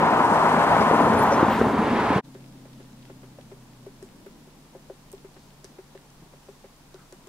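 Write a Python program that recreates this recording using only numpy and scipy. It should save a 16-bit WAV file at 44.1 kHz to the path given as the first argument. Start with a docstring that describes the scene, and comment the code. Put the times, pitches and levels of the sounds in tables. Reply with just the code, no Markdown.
"""First a vehicle passes left to right along a forest road: its tyres roar, sizzle on grit and thump
over bumps that shake the body, while the engine note sinks. At 2.2 s it breaks off into the steady
hiss of the wood, a deep hum and a far engine. A woodpecker then knocks in single blows, each exciting
the modes of a trunk, and flicks off bits of bark. Near 4 s the far engine changes gear, and it goes
on receding as the pecking continues."""
import sys
import numpy as np
from scipy import signal
from scipy.fft import rfft, irfft
from scipy.io import wavfile
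from scipy.ndimage import uniform_filter1d, map_coordinates

SR = 44100
rng = np.random.default_rng(int(sys.argv[2]) if len(sys.argv) > 2 else 0)


def master(y):
    """Save y as 16-bit WAV."""
    cut = np.clip(np.atleast_2d(y).T, -1, 1)
    pcm = np.round(cut * 32767)  # scale
    wavfile.write(sys.argv[1], SR, pcm.astype(np.int16))


N = 321048
TIME = np.arange(N) / SR

# tyres on the changing road surface (time [s], relative roar level [dB], relative tread level [dB])
ROAD_SURFACE = [(0.03, -21.5, -32), (0.26, -20.5, -33.5), (0.69, -20.5, -30.5), (1.35, -23, -34),
                (1.41, -19, -34), (1.55, -27, -32.5), (1.7, -27, -37.5), (1.89, -27.5, -32.5),
                (2.17, -25.5, -31.5)]
# swells of the roar on coarse road (time [s], half-width [s], rise [dB])
COARSE_ROAD = [(0.498, 0.032, 2.2), (0.76, 0.023, 1), (2.154, 0.032, 1.5)]
# sizzle of loose grit (time [s], relative level [dB])
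LOOSE_GRIT = [(0.03, -56), (0.35, -51), (1.28, -53), (1.29, -52), (1.64, -57.5), (1.73, -60), (2.15, -56)]
# spectra of tyre roar, tread hiss, grit, body boom and body rumble (frequency [Hz], density [dB])
ROAR_SPECTRUM = [(150, -44), (300, -10.5), (420, -11.5), (600, -4.5), (760, -1.5), (920, 0.5), (1005, 3),
                 (1085, -3), (1500, -10.5), (2000, -27.5), (4000, -54)]
TREAD_SPECTRUM = [(700, -14), (1300, -1.5), (1800, 0.5), (2500, -7), (3500, -13), (5000, -22),
                  (9000, -46.5)]
GRIT_SPECTRUM = [(1500, -36), (4000, 1.5), (6500, 3), (8500, 0.5), (10500, -1.5), (12500, -5.5),
                 (15500, -26)]
BOOM_SPECTRUM = [(20, -28), (45, -18), (62, -3.5), (82, -1.5), (115, 4), (170, -7.5), (400, -51)]
RUMBLE_SPECTRUM = [(60, -30), (110, -18.5), (150, -9.5), (180, -6), (218, 1.5), (290, -2.5), (350, -7.5),
                   (430, -2.5), (600, -12.5), (1000, -24), (2500, -71)]
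# diffuse field at the microphone pair (frequency [Hz], side minus mid [dB])
DIFFUSE_WIDTH = [(60, -9), (200, -16), (380, -9), (700, -7), (1300, -4), (2400, 0.5), (4400, 0), (15000, 1)]
# near exhaust harmonics; the fourth is the firing tone (order [per engine cycle], relative level [dB])
NEAR_HARMONICS = [(2, -15), (4, 1), (6, -6)]
# tyres striking bumps (time [s], relative level [dB], frequency [Hz], ring t60 [s], body shake [dB])
BUMPS = [(0.766, -4, 826, 0.013, -31.5), (.817, -9.5, 670, 0.025, -29), (.912, -3.5, 550, .013, -23.5),
         (1.002, -9, 720, 0.029, -21.5), (1.101, -15, 223, 0.2, -28), (1.136, -17, 94, 0.16, -34),
         (1.325, -10, 586, 0.039, -22.5), (1.4288, -1.5, 335, .026, -32), (1.6141, -.5, 420, .014, -21.5),
         (1.789, -14, 209, 0.085, -21.5), (1.93, -15, 230.4, .08, -22), (2.104, -9, 275, 0.052, -25.5),
         (2.129, -9.5, 519, 0.01, -32), (2.16, -6.5, 188, 0.034, -27.5)]
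# scuffs and thin squeaks (time [s], frequency [Hz], nominal bandwidth [Hz], half-width [s], level [dB])
SCUFFS = [(.815, 4900, 2500, .012, -41), (1.195, 9900, 500, 0.017, -42.5), (1.23, 12600, 400, 0.0089, -43),
          (1.24, 14800, 1500, .04, -61), (1.335, 5640, 2000, 0.02, -40), (1.52, 14400, 2600, 0.038, -46)]
# spectra of still forest air and far road rumble (frequency [Hz], density [dB])
FOREST_SPECTRUM = [(20, -84), (55, -83.5), (95, -85), (160, -81), (280, -85), (420, -88), (600, -90.5),
                   (780, -89), (1000, -89.5), (1300, -95.5), (2200, -100), (5000, -101.5), (10000, -106),
                   (15500, -111)]
FAR_ROAD_SPECTRUM = [(90, -30), (150, -8), (200, 2), (290, -1), (360, -9.5), (600, -14), (1200, -49)]
# far exhaust harmonics in each gear (order [per engine cycle], relative level [dB])
LOW_GEAR_HARMONICS = [(4, 0.5), (5, -8), (6, -14), (7, -6), (8, -4.5), (9, -11)]
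NEXT_GEAR_HARMONICS = [(4, 1.5), (5, -40), (6, -19), (7, -11), (8, -27)]
# beak blows, in relative levels (time [s], hollow knock [dB], hard knock [dB], bark crunch [dB])
BEAK_BLOWS = [(2.349, -46, -51.5, -61), (2.654, -59, -52.9, -65), (2.801, -52.5, -55.5, -63),
              (3.098, -47.5, -49, -60), (3.231, -54, -57, -62), (3.386, -59, -46, -63),
              (3.516, -45.5, -51.5, -61), (3.864, -42, -49, -64), (4.024, -42, -55, -63),
              (4.262, -45, -53, -60.5), (4.472, -56, -61, -77), (4.751, -47, -45.5, -68),
              (4.899, -42.5, -41, -65.0), (5.133, -41.5, -51.5, -69), (5.245, -45, -54, -64),
              (5.365, -54, -58, -63), (5.642, -50, -57, -61), (5.785, -43, -51.5, -61),
              (5.95, -46.5, -48, -63), (6.335, -58, -52.5, -65), (6.486, -46, -49.5, -64),
              (6.642, -51, -49, -63), (6.942, -46.0, -53, -62), (7.124, -49.5, -53, -61),
              (7.269, -50, -59.3, -61)]
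# normal modes of the trunk (frequency [Hz], relative level [dB], t60 [s])
TRUNK_MODES = [(384.8, 11, 0.059), (390, -5, 0.04), (544, -0.5, 0.064), (583, 4.5, 0.036),
               (644, -0.5, 0.039), (754, 2.5, 0.026), (850, -4.5, 0.028), (980, -11, 0.03),
               (1340, -20, 0.018)]
# soft rustles (time [s], frequency [Hz], nominal bandwidth [Hz], half-width [s], level [dB])
SOFT_RUSTLES = [(2.36, 3400, 1800, 0.035, -70), (2.79, 3400, 2000, .07, -67), (4.05, 7000, 3980, .03, -68),
                (5.42, 4500, 5000, .1, -66), (5.68, 5500, 3510, 0.044, -68), (6.23, 171, 257, 0.044, -50),
                (6.5, 5970, 7000, 0.14, -68), (6.99, 1306, 700, 0.07, -60.5), (7.1, 7000, 7000, 0.18, -70)]
# bark flakes snapping (time [s], peak level [dB], frequency [Hz], left minus right [dB])
BARK_SNAPS = [(2.732, -45, 3000, 6), (3.053, -42, 2760, 2), (3.411, -42, 3005, 0), (3.866, -46, 9000, 2),
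              (4.027, -38, 6860, -1), (4.264, -45, 11000, 2), (4.268, -50, 2500, 0), (5.117, -33, 8700, 2),
              (5.128, -34, 8800, -1), (5.644, -31, 6200, -1), (5.650, -37, 5470, 2), (5.954, -52, 2000, 2),
              (5.976, -41, 1900, -2), (6.943, -40, 4500, 2), (7.125, -36, 6460, 0), (7.272, -41, 7840, 4)]

PASSES_S, SPEED_M_S, DISTANCE_M = 1.487, 7.2, 3.1  # straight path, at its nearest point
LEVEL_LAG_MS, SWING_LAG_MS = -0.033, 0.093  # left lag behind right: on drawing level, swing either way
BOOM_DB, RUMBLE_DB, SHAKE_T60_S = -34.5, -29, 0.96  # nearest boom, smooth-road rumble, decay of a shake
NEAR_HZ, EASES_S, COAST_HZ, COAST_TIME_S = 161.3, 0.94, 122.3, 0.58  # firing tone as the throttle eases
NEAR_DB, NEAR_FADE_DB_PER_S = -37, 6.5
THUMP_LOW_HZ, THUMP_TOP_HZ = 100, 2300  # a small body radiates little bass; soft rubber dulls the top
CUT_S = 2.214  # the vehicle breaks off
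FOREST_DB, HUM_HZ, HUM_DB = -55.5, 28.8, -61.5
FAR_ROAD_DB, FAR_FADE_DB_PER_S = -53.5, 2
SURGE_DB, SURGE_S, SURGE_HALF_WIDTH_S = 4.5, 4.36, 0.2  # far rumble swells as the gear bites
LOW_GEAR_HZ, LOW_SETTLED_HZ, LOW_SETTLE_S = 134, 119.5, 1.8
LOW_GEAR_DB, LOW_FADE_DB_PER_S = -52, 1.7
CLUTCH_S, CLUTCH_SAG_HZ_PER_S, CLUTCH_FADE_DB_PER_S = 4.02, 55, 55
BITES_S, BITE_TIME_S = 4.24, 0.15  # the next gear engages
NEXT_GEAR_HZ, NEXT_SETTLED_HZ, NEXT_SETTLE_S = 157.7, 143.3, 0.241
NEXT_GEAR_DB, NEXT_FADE_DB_PER_S = -59, 1.5
BUSY_PER_S, IDLE_PER_S, BUSY_UNTIL_S, CRACKLE_DB = 95, 22, 3.1, -54.5  # scratching on the bark
TOP_HZ = 15650


def undb(db):
    """Amplitude ratio of a level in decibels."""
    return 10 ** (np.asarray(db) / 20)


def unit(x):
    """Normalisation to an rms of one."""
    return x / np.sqrt(np.mean(x ** 2))


def since(s):
    """Time elapsed after s, zero before it."""
    return np.maximum(TIME - s, 0)


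def fade(t, t60):
    """Exponential decay, by 60 dB in t60 seconds."""
    return np.exp(-np.log(1000) * t / t60)


def swell(s, half_width):
    """Gaussian envelope centred on time s."""
    return np.exp(-((TIME - s) / half_width) ** 2)


def settle(s, from_hz, to_hz, time_s):
    """Exponential relaxation of a frequency, starting at time s."""
    return to_hz + (from_hz - to_hz) * np.exp(-since(s) / time_s)


def curves(table):
    """Linear interpolation of each column over time."""
    s, *columns = np.transpose(table)
    return [np.interp(TIME, s, column) for column in columns]


def drift(rate_hz):
    """Smoothed random fluctuation with an rms of one."""
    hold = int(SR / rate_hz)
    steps = np.repeat(rng.standard_normal(N // hold + 2), hold)
    return unit(uniform_filter1d(steps, hold)[rng.integers(hold):][:N])


def colour(spectrum, size=N):
    """Spectral envelope: the gain at each frequency bin."""
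    hz, db = np.transpose(spectrum)
    return undb(np.interp(np.log(np.fft.rfftfreq(size, 1 / SR) + 1), np.log(hz), db))


def noise(spectrum):
    """Spectrally shaped noise with an rms of one."""
    return unit(irfft(rfft(rng.standard_normal(N)) * colour(spectrum), N))


def diffuse(spectrum):
    """A diffuse field is coherent between two microphones in the bass, incoherent in the treble."""
    mid, side = rfft(rng.standard_normal((2, N))) * colour(spectrum)
    side = side * colour(DIFFUSE_WIDTH)
    return irfft([mid + side, mid - side], N) / np.std(irfft(mid, N))


def band(x, hz, width_hz, stages=1):
    """Two-pole resonators in cascade."""
    for _ in range(stages):
        x = signal.lfilter(*signal.iirpeak(min(hz, 0.45 * SR), hz / width_hz, fs=SR), x)
    return x


def pan(db):
    """Left and right gains for a level difference."""
    return undb(np.array([[db], [-db]]) / 2)


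def add(out, s, sound):
    """Superposition of a short sound at time s."""
    start = int(s * SR)
    out[:, start:start + sound.shape[-1]] += sound[..., :N - start]


def bearing():
    """Azimuth of the vehicle from its nearest point in radians, negative to the left."""
    return np.arctan(SPEED_M_S * (TIME - PASSES_S) / DISTANCE_M)


def drive_by(x):
    """Time and level differences: the nearer microphone hears the vehicle earlier and louder."""
    lag_ms = LEVEL_LAG_MS + SWING_LAG_MS * np.sin(bearing())
    sides = np.array([[1], [-1]]) / 2
    positions = np.arange(N) - sides * lag_ms * SR / 1000
    delayed = np.array([map_coordinates(x, [p], order=5, mode="nearest") for p in positions])
    return delayed * undb(sides * (0.7 - 14 * lag_ms))


def vehicle():
    """Rolling contact radiates broadband noise, which arrives directly and by scattering from trees."""
    roar_db, tread_db = curves(ROAD_SURFACE)
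    grit_db, = curves(LOOSE_GRIT)
    roar_db += sum(db * swell(s, half_width) for s, half_width, db in COARSE_ROAD)
    boom_db = BOOM_DB + 20 * np.log10(np.cos(bearing()))  # inverse-distance law
    # (spectrum, level [dB], scattered relative to direct [dB]): needles scatter the treble most
    layers = [(BOOM_SPECTRUM, boom_db + 2 * drift(8.63), -14),
              (RUMBLE_SPECTRUM, body_shake_db() + 2 * drift(44.9), -8),
              (ROAR_SPECTRUM, roar_db + 0.89 + 0.72 * drift(39.4), -7),
              (TREAD_SPECTRUM, tread_db - 1.03 + 0.5 * drift(30), -6.5),
              (GRIT_SPECTRUM, grit_db + 1.1 + 1.14 * drift(120), 0.5)]
    direct = sum(noise(spectrum) * undb(db) for spectrum, db, _ in layers)
    scattered = sum(diffuse(spectrum) * undb(db + share_db) for spectrum, db, share_db in layers)
    return drive_by(direct + near_engine() + thumps() + swishes(SCUFFS)) + scattered * pan(1.3)


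def body_shake_db():
    """Incoherent vibrations add in power: a steady rumble plus a decaying shake from each bump."""
    shakes = sum(((TIME >= s) * undb(db) * fade(since(s), SHAKE_T60_S)) ** 2 for s, *_, db in BUMPS)
    return 10 * np.log10(undb(RUMBLE_DB) ** 2 + shakes)


def exhaust(firing_hz, db, harmonics, waver):
    """Periodic firing gives a harmonic series, each partial wavering on its way through the trees."""
    cycle = 2 * np.pi * np.cumsum(firing_hz / 4 * (1 + 0.0024 * drift(12))) / SR
    tone = np.zeros(N)
    for order, partial_db in harmonics:
        amplitude = undb(partial_db) * (1 + waver * drift(14))
        tone += amplitude * np.sin(order * cycle + rng.uniform(0, 2 * np.pi))
    return np.sqrt(2) * tone * undb(db)


def near_engine():
    """Pitch follows firing rate: the note holds, then sinks and fades as the throttle eases."""
    firing_hz = settle(EASES_S, NEAR_HZ, COAST_HZ, COAST_TIME_S)
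    db = NEAR_DB - NEAR_FADE_DB_PER_S * since(EASES_S)
    return exhaust(firing_hz, db, NEAR_HARMONICS, waver=0.42)


def thumps():
    """Impact excitation: each bump slaps the tread and sets tyres and body into damped oscillation."""
    out, t = np.zeros((1, N)), np.arange(8192) / SR
    slap = undb(-8.5) * np.sin(2 * np.pi * 1150 * t) * fade(t, 0.0053)
    for s, db, hz, t60, _ in BUMPS:
        ring = np.sin(2 * np.pi * hz * t) * fade(t, t60)
        add(out, s, undb(db) * (ring + slap))
    passband = signal.butter(2, [THUMP_LOW_HZ, THUMP_TOP_HZ], "band", fs=SR, output="sos")
    return signal.sosfilt(passband, out[0])


def swishes(table):
    """Band-limited noise under brief envelopes is heard as scuffs, squeaks or rustles."""
    out = np.zeros(N)
    for s, hz, width_hz, half_width, db in table:
        swish = band(rng.standard_normal(N), hz, 0.75 * width_hz, stages=2)
        out += unit(swish) * undb(db) * swell(s, half_width)
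    return out


def quiet_wood():
    """Diffuse noise of forest air and far road, superposed with an engine, a deep hum and rustles."""
    surge_db = SURGE_DB * swell(SURGE_S, SURGE_HALF_WIDTH_S)
    road_db = FAR_ROAD_DB - FAR_FADE_DB_PER_S * since(CUT_S) + surge_db
    air = diffuse(FOREST_SPECTRUM) * undb(FOREST_DB)
    road = diffuse(FAR_ROAD_SPECTRUM) * undb(road_db + 1.1 * drift(12))
    hum = np.sqrt(2) * undb(HUM_DB + 0.5 * drift(4)) * np.sin(2 * np.pi * HUM_HZ * TIME)
    return (air + road + far_engine() + hum + swishes(SOFT_RUSTLES)) * pan(0.53)


def far_engine():
    """Level falls with distance; firing rate drops as the clutch opens and picks up in the next gear."""
    declutched_s = since(CLUTCH_S)
    low_hz = settle(CUT_S, LOW_GEAR_HZ, LOW_SETTLED_HZ, LOW_SETTLE_S)
    low_hz -= CLUTCH_SAG_HZ_PER_S * declutched_s
    low_db = LOW_GEAR_DB - LOW_FADE_DB_PER_S * since(CUT_S) - CLUTCH_FADE_DB_PER_S * declutched_s
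    low_gear = exhaust(low_hz, low_db, LOW_GEAR_HARMONICS, waver=0.16)
    next_hz = settle(BITES_S, NEXT_GEAR_HZ, NEXT_SETTLED_HZ, NEXT_SETTLE_S)
    next_db = NEXT_GEAR_DB - NEXT_FADE_DB_PER_S * since(BITES_S)
    bite = np.minimum(since(BITES_S) / BITE_TIME_S, 1)
    return low_gear + bite * exhaust(next_hz, next_db, NEXT_GEAR_HARMONICS, waver=0.16)


def pecks():
    """Modal ringing: a blow crunches the bark; low trunk modes build up slowly, upper ones quickly."""
    out, t = np.zeros((2, N)), np.arange(4096) / SR
    hz, mode_db, t60 = np.transpose(TRUNK_MODES)[:, :, None]
    low = hz[:, 0] < 470
    for s, hollow_db, hard_db, crunch_db in BEAK_BLOWS:
        # each spot on the trunk tunes and weights the modes a little differently
        tune, weight = rng.standard_normal((2, len(hz), 1))
        pitch = hz * (1 + 0.015 * tune)
        modes = undb(mode_db + 2.4 * weight) * np.sin(2 * np.pi * pitch * t) * fade(t, t60)
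        hollow = unit(modes[low].sum(axis=0) * (1 - fade(t, 0.089))) * undb(hollow_db - 5.5)
        hard = unit(modes[~low].sum(axis=0) * (1 - fade(t, 0.016))) * undb(hard_db - 6.5)
        crunch = band(rng.standard_normal((2, len(t))), 1350, 1500, stages=2) * fade(t, 0.12)
        add(out, s, hollow + hard + unit(crunch) * undb(crunch_db - 2.5))
    return (out + undb(-19) * tree_reverb(out, t60=0.47)) * pan(1.8)


def tree_reverb(x, t60, size=16384):
    """Scattering from trunks and branches leaves a decaying tail, different at each microphone."""
    t = np.arange(size) / SR
    mid, side = rfft(rng.standard_normal((2, size)))
    side = side * colour(DIFFUSE_WIDTH, size)
    tail = irfft([mid + side, mid - side]) * fade(t, t60) * (1 - fade(t, 0.009))
    return signal.fftconvolve(x, unit(tail) / np.sqrt(size), axes=1)[:, :N]


def bark():
    """Brittle fracture snaps off dry flakes; claws and beak crackle at random, busily, then sparsely."""
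    out, t = np.zeros((2, N)), np.arange(1024) / SR
    for s, db, hz, pan_db in BARK_SNAPS:
        snap = band(rng.standard_normal((2, len(t))), hz, 0.83 * hz, stages=2) * fade(t, 0.011)
        add(out, s, undb(db) * snap / np.abs(snap).max() * pan(pan_db))
    rate = np.where(TIME < BUSY_UNTIL_S, BUSY_PER_S, IDLE_PER_S)
    for start in np.flatnonzero(rng.random(N) < rate / SR):
        burst = rng.standard_normal((2, len(t)))
        hz = 2600 * 2 ** (0.5 * rng.standard_normal())
        crackle = unit(band(burst, hz, width_hz=1400)) * fade(t, 0.007)
        add(out, start / SR, crackle * undb(CRACKLE_DB + 2.5 * rng.standard_normal()))
    return out + undb(-10) * tree_reverb(out, t60=0.174)


def scene():
    """A rapid crossfade: the vehicle dies out and the faint wood rises to its full level."""
    loud = np.clip((CUT_S - TIME) / 0.033, 0, 1) ** 1.5
    quiet = np.clip((TIME - CUT_S) / 0.037, 0.25, 1) ** 2
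    return loud * vehicle() + quiet * (quiet_wood() + pecks() + bark())


def record(dry):
    """Band limiting: a steep low-pass filter removes the highest treble."""
    return signal.sosfilt(signal.ellip(10, 0.2, 80, TOP_HZ, fs=SR, output="sos"), dry)


dry = scene()
out = record(dry)
master(out)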